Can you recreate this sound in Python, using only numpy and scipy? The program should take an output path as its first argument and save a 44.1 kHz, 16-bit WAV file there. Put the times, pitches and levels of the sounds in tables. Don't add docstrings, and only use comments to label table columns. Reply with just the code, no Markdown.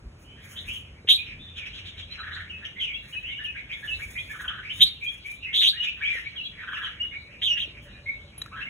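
import sys
import numpy as np
from scipy import signal
from scipy.fft import rfft, irfft, next_fast_len
from scipy.io import wavfile
from scipy.ndimage import uniform_filter1d

SR = 44100
rng = np.random.default_rng(int(sys.argv[2]) if len(sys.argv) > 2 else 0)


def waveform_to_disk(signal):
    frames = np.transpose(np.atleast_2d(signal))
    scaled = np.clip(frames, -1, 1) * 32767
    samples = np.round(scaled).astype(np.int16)
    wavfile.write(sys.argv[1], SR, samples)


N = 383229

# time in seconds, pitch in Hz, level in dB, buzz 0 to 1.
LOUD_CALLS = [
    [(1.071, 3125, -40.5, 1), (1.085, 3250, -28.5, 1), (1.089, 3490, -13, 1), (1.127, 3636, -14, 1),
     (1.132, 3700, -20, 0.9), (1.158, 3960, -21.5, 1), (1.178, 3630, -49, 0.7)],
    [(4.79, 3040, -48, 0.85), (4.804, 3220, -28, 0.55), (4.811, 3467, -13, 0.99), (4.832, 3640, -8.5, 0.77),
     (4.837, 3765, -21, 0.5), (4.878, 4160, -26.5, 1), (4.892, 3800, -45, 1)],
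    [(5.526, 3132, -39, 1), (5.548, 3340, -21, 0.9), (5.586, 3575, -19, 0.74), (5.608, 3850, -19, 1),
     (5.635, 3840, -25, 0.8)],
    [(5.61, 3260, -33.5, 1), (5.633, 3400, -16, 1), (5.65, 3186, -16.5, 0.74), (5.678, 3540, -15.5, 1),
     (5.695, 3896, -21, 1), (5.722, 4090, -31, 0.9)],
    [(7.415, 3120, -32.5, 1), (7.427, 3378, -28, 0.93), (7.445, 3505, -24, 0.98), (7.475, 3140, -25, 0.6),
     (7.51, 2895, -21.5, 0.3), (7.535, 2846, -21.5, 0.2), (7.548, 2860, -33, 0.1)],
    [(7.568, 2843, -34, 0.94), (7.582, 2956, -33, 1), (7.605, 3407, -30.5, 0.92), (7.64, 2903, -33, 0.6),
     (7.666, 2720, -47, 0.4)],
]
# call level, second harmonic, third harmonic, all in dB.
CALL_OVERTONES = [(-28.5, -27.5, -34), (-28, -25, -31), (-9.5, -23.5, -17)]
# start in seconds, upper and held pitch in Hz,
# held length in seconds, upper and held level in dB.
TEE_OO_CALLS = [(2.49, 2856, 2590, 0.07, -38, -43.5), (3.121, 2910, 2553, 0.037, -35.5, -34.5),
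                (3.436, 2860, 2550, 0.044, -30.5, -38.5), (3.87, 2913, 2640, 0.046, -31, -35),
                (5.42, 2776, 2584, 0.02, -35, -35), (6.352, 3270, 2910, 0.014, -38, -30.5)]
# start and length in seconds, pitch in Hz, level in dB.
TO_WEE_CALLS = [(3.541, 0.055, 2184, -41.5), (3.983, 0.056, 2255, -42.5), (6, 0.11, 2350, -32.5)]
# start and length in seconds, pitch in Hz, level in dB.
WHISTLE_NOTES = [(0.229, 0.17, 3043, -57), (1.164, 0.07, 2490, -39.5), (1.385, 0.064, 3580, -42.5),
                 (1.461, 0.039, 3514, -42.5), (2.003, 0.035, 3290, -45), (2.097, 0.033, 4010, -39),
                 (2.181, 0.03, 3950, -40.5), (2.75, 0.053, 2070, -42.5), (2.929, 0.026, 3320, -34.5),
                 (2.946, 0.026, 2690, -38.5), (3.271, 0.077, 2170, -43.5), (3.29, 0.035, 3465, -47.5),
                 (3.349, 0.042, 2910, -38), (3.38, 0.0586, 1763, -43), (3.698, 0.069, 2144, -44.5),
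                 (3.819, 0.045, 1706, -40.5), (4.134, 0.077, 2425, -43), (4.146, 0.033, 2063, -39.5),
                 (4.291, 0.034, 1717, -42), (4.702, 0.16, 3650, -44), (5.003, 0.076, 2401, -36.5),
                 (5.053, 0.05, 3280, -33), (5.234, 0.089, 2328, -42), (5.456, 0.06, 2132, -41.5),
                 (5.762, 0.051, 2900, -32), (5.797, 0.026, 2888, -24.5), (6.242, 0.036, 2260, -40),
                 (6.393, .026, 2710, -38), (6.441, 0.027, 3340, -35), (6.425, 0.038, 3930, -40.5),
                 (6.994, .036, 2863, -26), (7.103, 0.07, 2230, -41.5), (7.548, 0.023, 2796, -28.5),
                 (8.055, 0.019, 2146, -37.5), (8.076, 0.022, 2187, -30.5), (8.6, 0.036, 2683, -37),
                 (8.654, 0.026, 2130, -41.5)]
RASP_NOTES = [(0.388, 0.17, 1910, -59.5), (1.547, 0.046, 3114, -38), (1.643, 0.034, 2733, -40),
              (1.713, 0.086, 3270, -42), (1.835, 0.059, 3390, -40.5), (1.96, 0.046, 3360, -40.5),
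              (2.094, 0.071, 2847, -46), (5.813, 0.0402, 2947, -31.5), (6.039, 0.17, 2888, -44.5)]
# start and length in seconds, middle pitch in Hz, level in dB, rasp 0 to 1.
RISING_SLURS = [(0.55, 0.048, 3310, -36, 0.64), (0.667, 0.055, 2735, -35.5, 0.51),
                (2.314, 0.043, 3480, -39, 0.91), (2.613, 0.042, 1705, -47, 0.39),
                (2.642, 0.018, 2940, -34.5, 0.83), (3.129, .035, 1745, -53, .6),
                (3.227, 0.072, 2890, -37.5, 0.25), (3.708, 0.037, 3220, -38.5, 0.62),
                (3.907, 0.058, 3640, -44, 0.95), (4.168, 0.035, 3200, -37.5, 0.29),
                (4.476, 0.013, 3080, -27.5, 0.28), (4.616, 0.11, 2237, -44, 0.81),
                (4.689, 0.026, 2930, -32.5, 0.22), (6.027, 0.058, 3125, -35, 0.19),
                (5.717, 0.078, 1810, -47, 0.2), (5.856, 0.037, 2550, -30, 0.39),
                (8.507, 0.043, 1245, -46, 0.29), (8.543, 0.086, 1600, -42.5, 0.55)]
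FALLING_SLURS = [(0.716, 0.061, 3190, -40.5, 0.31), (1.236, 0.099, 2540, -44.5, 0.79),
                 (2.785, .07, 3090, -30, 0.53), (2.858, 0.069, 2388, -39.5, 0.33),
                 (3.293, 0.052, 2960, -39.5, 0.15), (1.567, 0.081, 2500, -45.5, .5),
                 (3.683, 0.052, 2430, -40.5, 0.71), (4.271, 0.066, 2274, -46.5, 0.58),
                 (6.11, 0.081, 1988, -37.5, 0.41), (6.563, 0.063, 1928, -45, 0.5),
                 (6.719, 0.06, 2910, -38, 0.62), (6.817, 0.052, 3205, -34, 0.39)]
# start and syllable spacing in seconds, top pitch in Hz, level in dB.
CHATTER_RUNS = [(2.172, 0.044, 1691, -41), (4.331, 0.047, 1637, -42), (6.612, .047, 1695, -39.5)]
STEADY, LIFT, DROOP = (1, 1), (.95, 1.015), (1, .98)
RISE, FALL, ARCH = (.83, 1.1), (1.09, .9), (.74, .77)
# start in seconds, ring level in dB, ring frequency in Hz,
# time to decay by 60 dB in seconds, click level in dB.
IMPACTS = [(1.047, -36, 410, 0.019, -77), (3.439, -49, 10480, 0.048, -70), (4.795, -44, 156, 0.2, -108),
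           (6.152, -40.5, 490, 0.02, -99), (7.677, -39.5, 338, 0.035, -76), (8.379, -38, 10820, 0.075, -41),
           (8.417, -23.5, 3920, 0.025, -28.5), (8.46, -35, 1350, 0.023, -41.5),
           (8.481, -40, 1600, 0.019, -64)]
# start and length in seconds, level in dB.
RUSTLE_BOUTS = [(0.17, 0.11, -61), (0.382, 0.22, -54), (0.56, 0.27, -50), (2.99, 0.27, -60.5),
                (3.684, 0.42, -57.5), (3.947, 0.37, -56), (4.225, 0.28, -56), (4.712, 0.13, -50.5),
                (4.976, 0.23, -56), (5.223, 0.17, -51.5), (6.08, 0.17, -58), (6.7, 0.24, -66),
                (7.812, 0.071, -59)]
HAND_BOUTS = [(0, 0.12, -43), (0.536, 0.3, -48), (1.2, 0.33, -44.5), (3.79, 0.45, -49), (4.684, 0.25, -47),
              (7.45, 0.81, -54.5)]
# time in seconds, level in dB.
FLOCK_LEVELS = [(0, -80), (.4, -57), (.8, -58.5), (1.0, -69), (1.6, -55.5), (4.6, -57.5), (4.95, -54.5),
                (5.5, -53.5), (7.3, -54.5), (8.0, -57.5), (8.69, -63)]
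RUMBLE_LEVELS = [(0.0, -48), (3.73, -49.5), (3.92, -47), (5.64, -51), (8.69, -47.5)]
# frequency in Hz, gain in dB.
CALL_COLOUR = [(900, -1), (1400, 5.5), (3800, -2.5), (4400, -9.5), (5200, 0.5), (5800, -3.5), (8500, -15),
               (10000, -4), (11500, -7.5), (13000, -11.5), (16000, -14.5)]
# frequency in Hz, gain in dB.
OPEN_BEAK_RESPONSE = [(7500, 1), (10000, -1), (11200, 2.5), (12200, 2), (14000, 2)]
# frequency in Hz, gain in dB.
FEATHER_SPECTRUM = [(700, -1), (2000, 6.5), (4500, -3.5), (6700, 11.5), (8300, 2.5), (10000, 7.5),
                    (12700, 1), (16000, -3.5)]
RUMBLE_SPECTRUM = [(22, -43), (50, 2), (140, -5.5), (330, -16.5), (570, -20.5), (820, -26.5), (1500, -26.5),
                   (3200, -38.5), (4600, -43), (6500, -42), (8500, -50), (10500, -50.5), (14500, -71.5)]
HAND_SPECTRUM = [(20, -27.5), (45, 4.5), (110, -7.5), (300, -16.5), (800, -44), (3000, -76)]
# frequency in Hz, time to decay by 60 dB in seconds.
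REVERB_TIMES = [(300, 0.19), (1500, 0.37), (3000, 0.36), (4200, 0.33), (10000, 0.26)]
# frequency in Hz, gain in dB.
MID_RESPONSE = [(3900, 0), (4300, -8), (4650, -26.5), (5150, -14.5), (5700, 2.5), (6500, 3), (11500, 4),
                (12700, -14), (13700, 4)]
SIDE_RESPONSE = [(60, -1.5), (400, -0.5), (1300, -10), (2500, 4), (3600, -1), (4500, 6.5), (5600, 2),
                 (6700, -21.5), (8000, -7.5), (12600, 3), (14000, -21.5)]


def loud_calls(buzz_hz=235, depth=.79, swing_hz=280, grit_hz=200, under_db=-6, under_s=.011):
    beat = phase_of(buzz_hz * (1 + .26 * wander(200)))
    grit, hiss, out = wander(700), gain_of(-28) * turbulence(), np.zeros(N)
    effort_db, second_db, third_db = np.transpose(CALL_OVERTONES)
    for call in LOUD_CALLS:
        s, *controls = np.transpose(call)
        at = np.arange(int(s[0] * SR), int(s[-1] * SR))
        t = np.arange(len(at)) / SR
        hz, db, buzz = [np.interp(at / SR, s, control) for control in controls]
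        phase = phase_of(hz + buzz * (swing_hz * np.sin(beat[at]) + grit_hz * grit[at]))
        second = gain_of(np.interp(db, effort_db, second_db)) * np.sin(2 * phase)
        third = gain_of(np.interp(db, effort_db, third_db)) * np.sin(3 * phase)
        lower_voice = gain_of(under_db) * np.exp(-t / under_s) * np.sin(phase * 2 / 3)
        voice = np.sin(phase) + second + buzz * (third + lower_voice + hiss[at])
        edges = np.minimum(np.minimum(t, t[-1] - t) / .004, 1)
        pulses = edges * np.exp(depth * buzz * np.cos(beat[at]))
        add(out, s[0], gain_of(db) * pulses * voice)
    echo = filtered(out, [(1, -8.5)], lag_s=.0041)
    return filtered(filtered(out + echo, CALL_COLOUR), OPEN_BEAK_RESPONSE)


def syrinx(t, pitch, db, rasp, flutter, grit, air, swing_hz=300, grit_hz=230):
    phase = phase_of(pitch + rasp * (swing_hz * flutter + grit_hz * grit))
    harsh = min(rasp, 1)
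    tremolo = np.exp(.65 * harsh * flutter)
    attack_s = min(.022, .6 * t[-1]) + .1 * harsh * t[-1]
    ramp = np.clip(np.minimum(t / attack_s, (t[-1] - t) / .005), 0, 1)
    swell = np.sin(np.pi / 2 * ramp) ** 2
    second = gain_of(np.interp(pitch, [1700, 2200], [-6, -39 + 23 * harsh])) * np.sin(2 * phase)
    third = gain_of(np.interp(db, [-30, -15], [-39, -21])) * np.sin(3 * phase)
    subharmonic = gain_of(-21) * harsh ** 3 * np.interp(pitch, [2400, 2900], [0, 1]) * np.sin(phase / 2)
    hiss = gain_of(-21) * harsh * air
    return unit_rms(swell * tremolo * (np.sin(phase) + swell * (subharmonic + second + third) + hiss))


def turbulence():
    return unit_rms(filtered(rng.standard_normal(N), [(3000, -22.5), (6000, 5), (9000, 11.5), (15000, -3)]))


def short_notes(flutter_hz=200):
    flutter = np.sin(phase_of(flutter_hz * (1 + .25 * wander(250))))
    grit, air = wander(1500), turbulence()
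    near, far = np.zeros((2, N))
    for s, length, contour_hz, db, rasp in two_note_calls() + single_notes() + chatter() + flock():
        t = np.arange(int(length * SR)) / SR
        at = (round(s * SR) + np.arange(len(t))) % N
        pitch = np.polyval(np.polyfit([0, .5, 1], contour_hz, 2), t / t[-1])
        note = gain_of(db) * syrinx(t, pitch, db, rasp, flutter[at], grit[at], air[at])
        closeness = np.interp(db, [-30, -17], [.12, .93])
        add(near, s, np.sqrt(closeness) * note)
        add(far, s, np.sqrt(1 - closeness) * note)
    far = filtered(far, [(7000, .5), (10000, -12)])
    return filtered(near, CALL_COLOUR), filtered(far, CALL_COLOUR)


def glide(s, length, hz, db, rasp, bend):
    return s, length, (bend[0] * hz, hz, bend[1] * hz), db, rasp


def two_note_calls(tee_s=.0239, grace_s=.0308, grace_hz=1687):
    notes = []
    for s, tee_hz, oo_hz, length, tee_db, oo_db in TEE_OO_CALLS:
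        notes.append(glide(s, tee_s, tee_hz, tee_db, rasp=.27, bend=DROOP))
        notes.append(glide(s + .024, length, oo_hz, oo_db, rasp=.037, bend=STEADY))
    for s, length, hz, db in TO_WEE_CALLS:
        notes.append(glide(s, grace_s, grace_hz, db - 6, rasp=.43, bend=RISE))
        notes.append(glide(s + .0073, length, hz, db, rasp=.43, bend=LIFT))
    return notes


def single_notes():
    notes = [glide(s, length, hz, db, rasp=np.interp(db, [-41, -28], [.26, .051]), bend=LIFT)
             for s, length, hz, db in WHISTLE_NOTES]
    notes += [glide(*row, bend=RISE) for row in RISING_SLURS]
    notes += [glide(*row, bend=FALL) for row in FALLING_SLURS]
    return notes + [glide(*row, rasp=1.305, bend=ARCH) for row in RASP_NOTES]


def chatter(syllables=6):
    notes = []
    for s, spacing, hz, db in CHATTER_RUNS:
        for k, (late, long, high, loud) in enumerate(rng.uniform(-1, 1, (syllables, 4))):
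            start = s + (k + .12 * late) * spacing
            length = .725 * spacing * (1 + .25 * long)
            top_hz = hz * (.88 if k == 0 else 1) * (1 + .06 * high)
            level_db = db - (3 if k == 0 else 0) + 2 * loud
            notes.append(glide(start, length, top_hz, level_db, rasp=.52, bend=(.64, .735)))
    return notes


def taps(click_s=.0019, rise_s=.0014):
    out, t = np.zeros(N), np.arange(SR // 4) / SR
    noise = rng.standard_normal((len(IMPACTS), len(t)))
    bursts = signal.lfilter(*signal.butter(1, [1100, 3000], "band", fs=SR), noise)
    for (s, db, hz, t60, click_db), burst in zip(IMPACTS, bursts):
        ring = gain_of(db - 60 * t / t60) * np.sin(2 * np.pi * hz * t)
        click = gain_of(click_db) * unit_rms(burst) * np.exp(-t / click_s)
        add(out, s, (ring + click) * np.minimum(t / rise_s, 1))
    return out


def feathers(shake_hz=24):
    shake_db = 2.5 * np.sin(phase_of(shake_hz * (1 + .35 * wander(20))))
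    hiss = filtered(rng.standard_normal(N), FEATHER_SPECTRUM)
    grain_db, stroke_db = 3 * wander(560), 3 * wander(45)
    return swells(RUSTLE_BOUTS, power=.7) * unit_rms(hiss * gain_of(grain_db + stroke_db + shake_db))


def flock(count=320, lowest_hz=1700, range_hz=2300, spread_db=5):
    when, long, high, soft, rough = rng.random((count, 5)).T
    starts = (np.arange(count) + when) / count * N / SR
    hz = lowest_hz + range_hz * high
    db = np.interp(starts, *np.transpose(FLOCK_LEVELS)) - spread_db * soft
    return [glide(*row, bend=LIFT) for row in zip(starts, .046 * (1 + long), hz, db, (1 + rough) / 2)]


def outside(hum_hz=87):
    t = np.arange(N) / SR
    common, apart = rng.standard_normal((2, N))
    apart = filtered(apart, [(60, -38.5), (150, -27.5), (350, -10.5), (700, 3)])
    rumble = unit_rms(filtered(np.array([common + apart, common - apart]), RUMBLE_SPECTRUM))
    rumble_db = np.interp(t, *np.transpose(RUMBLE_LEVELS)) - 1.2
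    hum = np.sin(phase_of(hum_hz + 4 * wander(15)))
    hum_db = 3 * wander(6) + np.interp(t, [.4, .7, 2.4, 2.9], [-62, -46, -46, -62])
    return gain_of(rumble_db) * rumble + gain_of(hum_db) * hum


def handling():
    return swells(HAND_BOUTS) * unit_rms(filtered(rng.standard_normal(N), HAND_SPECTRUM))


def drone(start_s=7.25, end_s=8.33, hz=580, level_db=-61):
    t = np.arange(N) / SR
    gate = np.clip(np.minimum(t - start_s, end_s - t) * 20, 0, 1)
    return gain_of(level_db) * gate * wander(40) * np.sin(2 * np.pi * hz * t)


def aviary(x, direct_db, early_db, tail_db, early_s, count=12, right_lag_s=.000055):
    t = np.arange(SR * 2 // 3) / SR
    echoes = np.zeros((2, len(t)))
    arrival_s = .001008 + early_s * rng.random(count)
    sideways_s = .0002 * rng.uniform(-1, 1, count)
    strength = rng.choice([-1, 1], count) * gain_of(early_db) / np.sqrt(count)
    echoes[0, (SR * arrival_s).astype(int)] = strength
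    echoes[1, (SR * (arrival_s + sideways_s)).astype(int)] = strength
    late = rng.standard_normal(echoes.shape) * (rng.random(echoes.shape) < 3000 / SR) * (t > .005)
    hz, frame_s, bands = signal.stft(late, SR, nperseg=256)
    decay = gain_of(-60 * frame_s / log_interp(REVERB_TIMES, hz)[:, None])
    tail = signal.istft(bands * decay, SR, nperseg=256)[1][:, :len(t)]
    tail *= gain_of(tail_db) / np.linalg.norm(tail, axis=1, keepdims=True)
    direct = gain_of(direct_db) * np.array([x, filtered(x, [(1, .056)], right_lag_s)])
    return direct + signal.fftconvolve(x[None], echoes + tail, axes=1)[:, :N]


def microphone_pair(x):
    mid = filtered((x[0] + x[1]) / 2, MID_RESPONSE)
    side = filtered((x[0] - x[1]) / 2, SIDE_RESPONSE)
    return np.array([mid + side, mid - side])


def gain_of(db):
    return 10 ** (np.asarray(db) / 20)


def unit_rms(x):
    return x / np.sqrt(np.mean(x ** 2) + 1e-20)


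def phase_of(hz):
    return 2 * np.pi * np.cumsum(hz) / SR


def log_interp(points, hz):
    knots_hz, values = np.transpose(points)
    return np.interp(np.log(hz + 1), np.log(knots_hz + 1), values)


def add(mix, s, sound):
    part = mix[max(round(s * SR), 0):][:len(sound)]
    part += sound[:len(part)]


def swells(bouts, power=1):
    envelope = np.zeros(N)
    for s, length, db in bouts:
        add(envelope, s, gain_of(db) * np.hanning(int(length * SR)) ** power)
    return envelope


def filtered(x, points, lag_s=0):
    size = next_fast_len(N + 4096)
    hz = np.fft.rfftfreq(size, 1 / SR)
    response = gain_of(log_interp(points, hz)) * np.exp(-2j * np.pi * hz * lag_s)
    return irfft(rfft(x, size) * response, size)[..., :N]


def wander(rate_hz):
    return unit_rms(np.interp(np.arange(N) * rate_hz / SR, np.arange(N), rng.standard_normal(N)))


def scene():
    near, far = short_notes()
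    loud = aviary(loud_calls(), direct_db=0, early_db=0, tail_db=-9.5, early_s=.011)
    close = aviary(near + feathers(), direct_db=-3.5, early_db=-4, tail_db=-9, early_s=.012)
    distant = aviary(far, direct_db=-6.5, early_db=-3, tail_db=-2.5, early_s=.02)
    knocks = aviary(taps(), direct_db=3, early_db=-.5, tail_db=-9, early_s=.0026)
    return microphone_pair(loud + close + distant + knocks + outside()) + drone() + handling()


def record(dry, threshold_db=-23, squeeze=.11, peak_fall_db_per_s=25, cutoff_hz=15850):
    power_db = 10 * np.log10(abs(uniform_filter1d((dry ** 2).mean(0), size=400)) + 1e-12)
    fall_db = np.arange(N) * peak_fall_db_per_s / SR
    peak_db = np.maximum.accumulate(power_db + fall_db) - fall_db
    over_db = np.maximum(peak_db - threshold_db, 0)
    ducked = dry / gain_of(squeeze * uniform_filter1d(over_db, size=200))
    low_pass = signal.firwin(511, cutoff_hz, window=("kaiser", 9), fs=SR)
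    return signal.oaconvolve(ducked, low_pass[None], "same")


dry = scene()
out = record(dry)
waveform_to_disk(out)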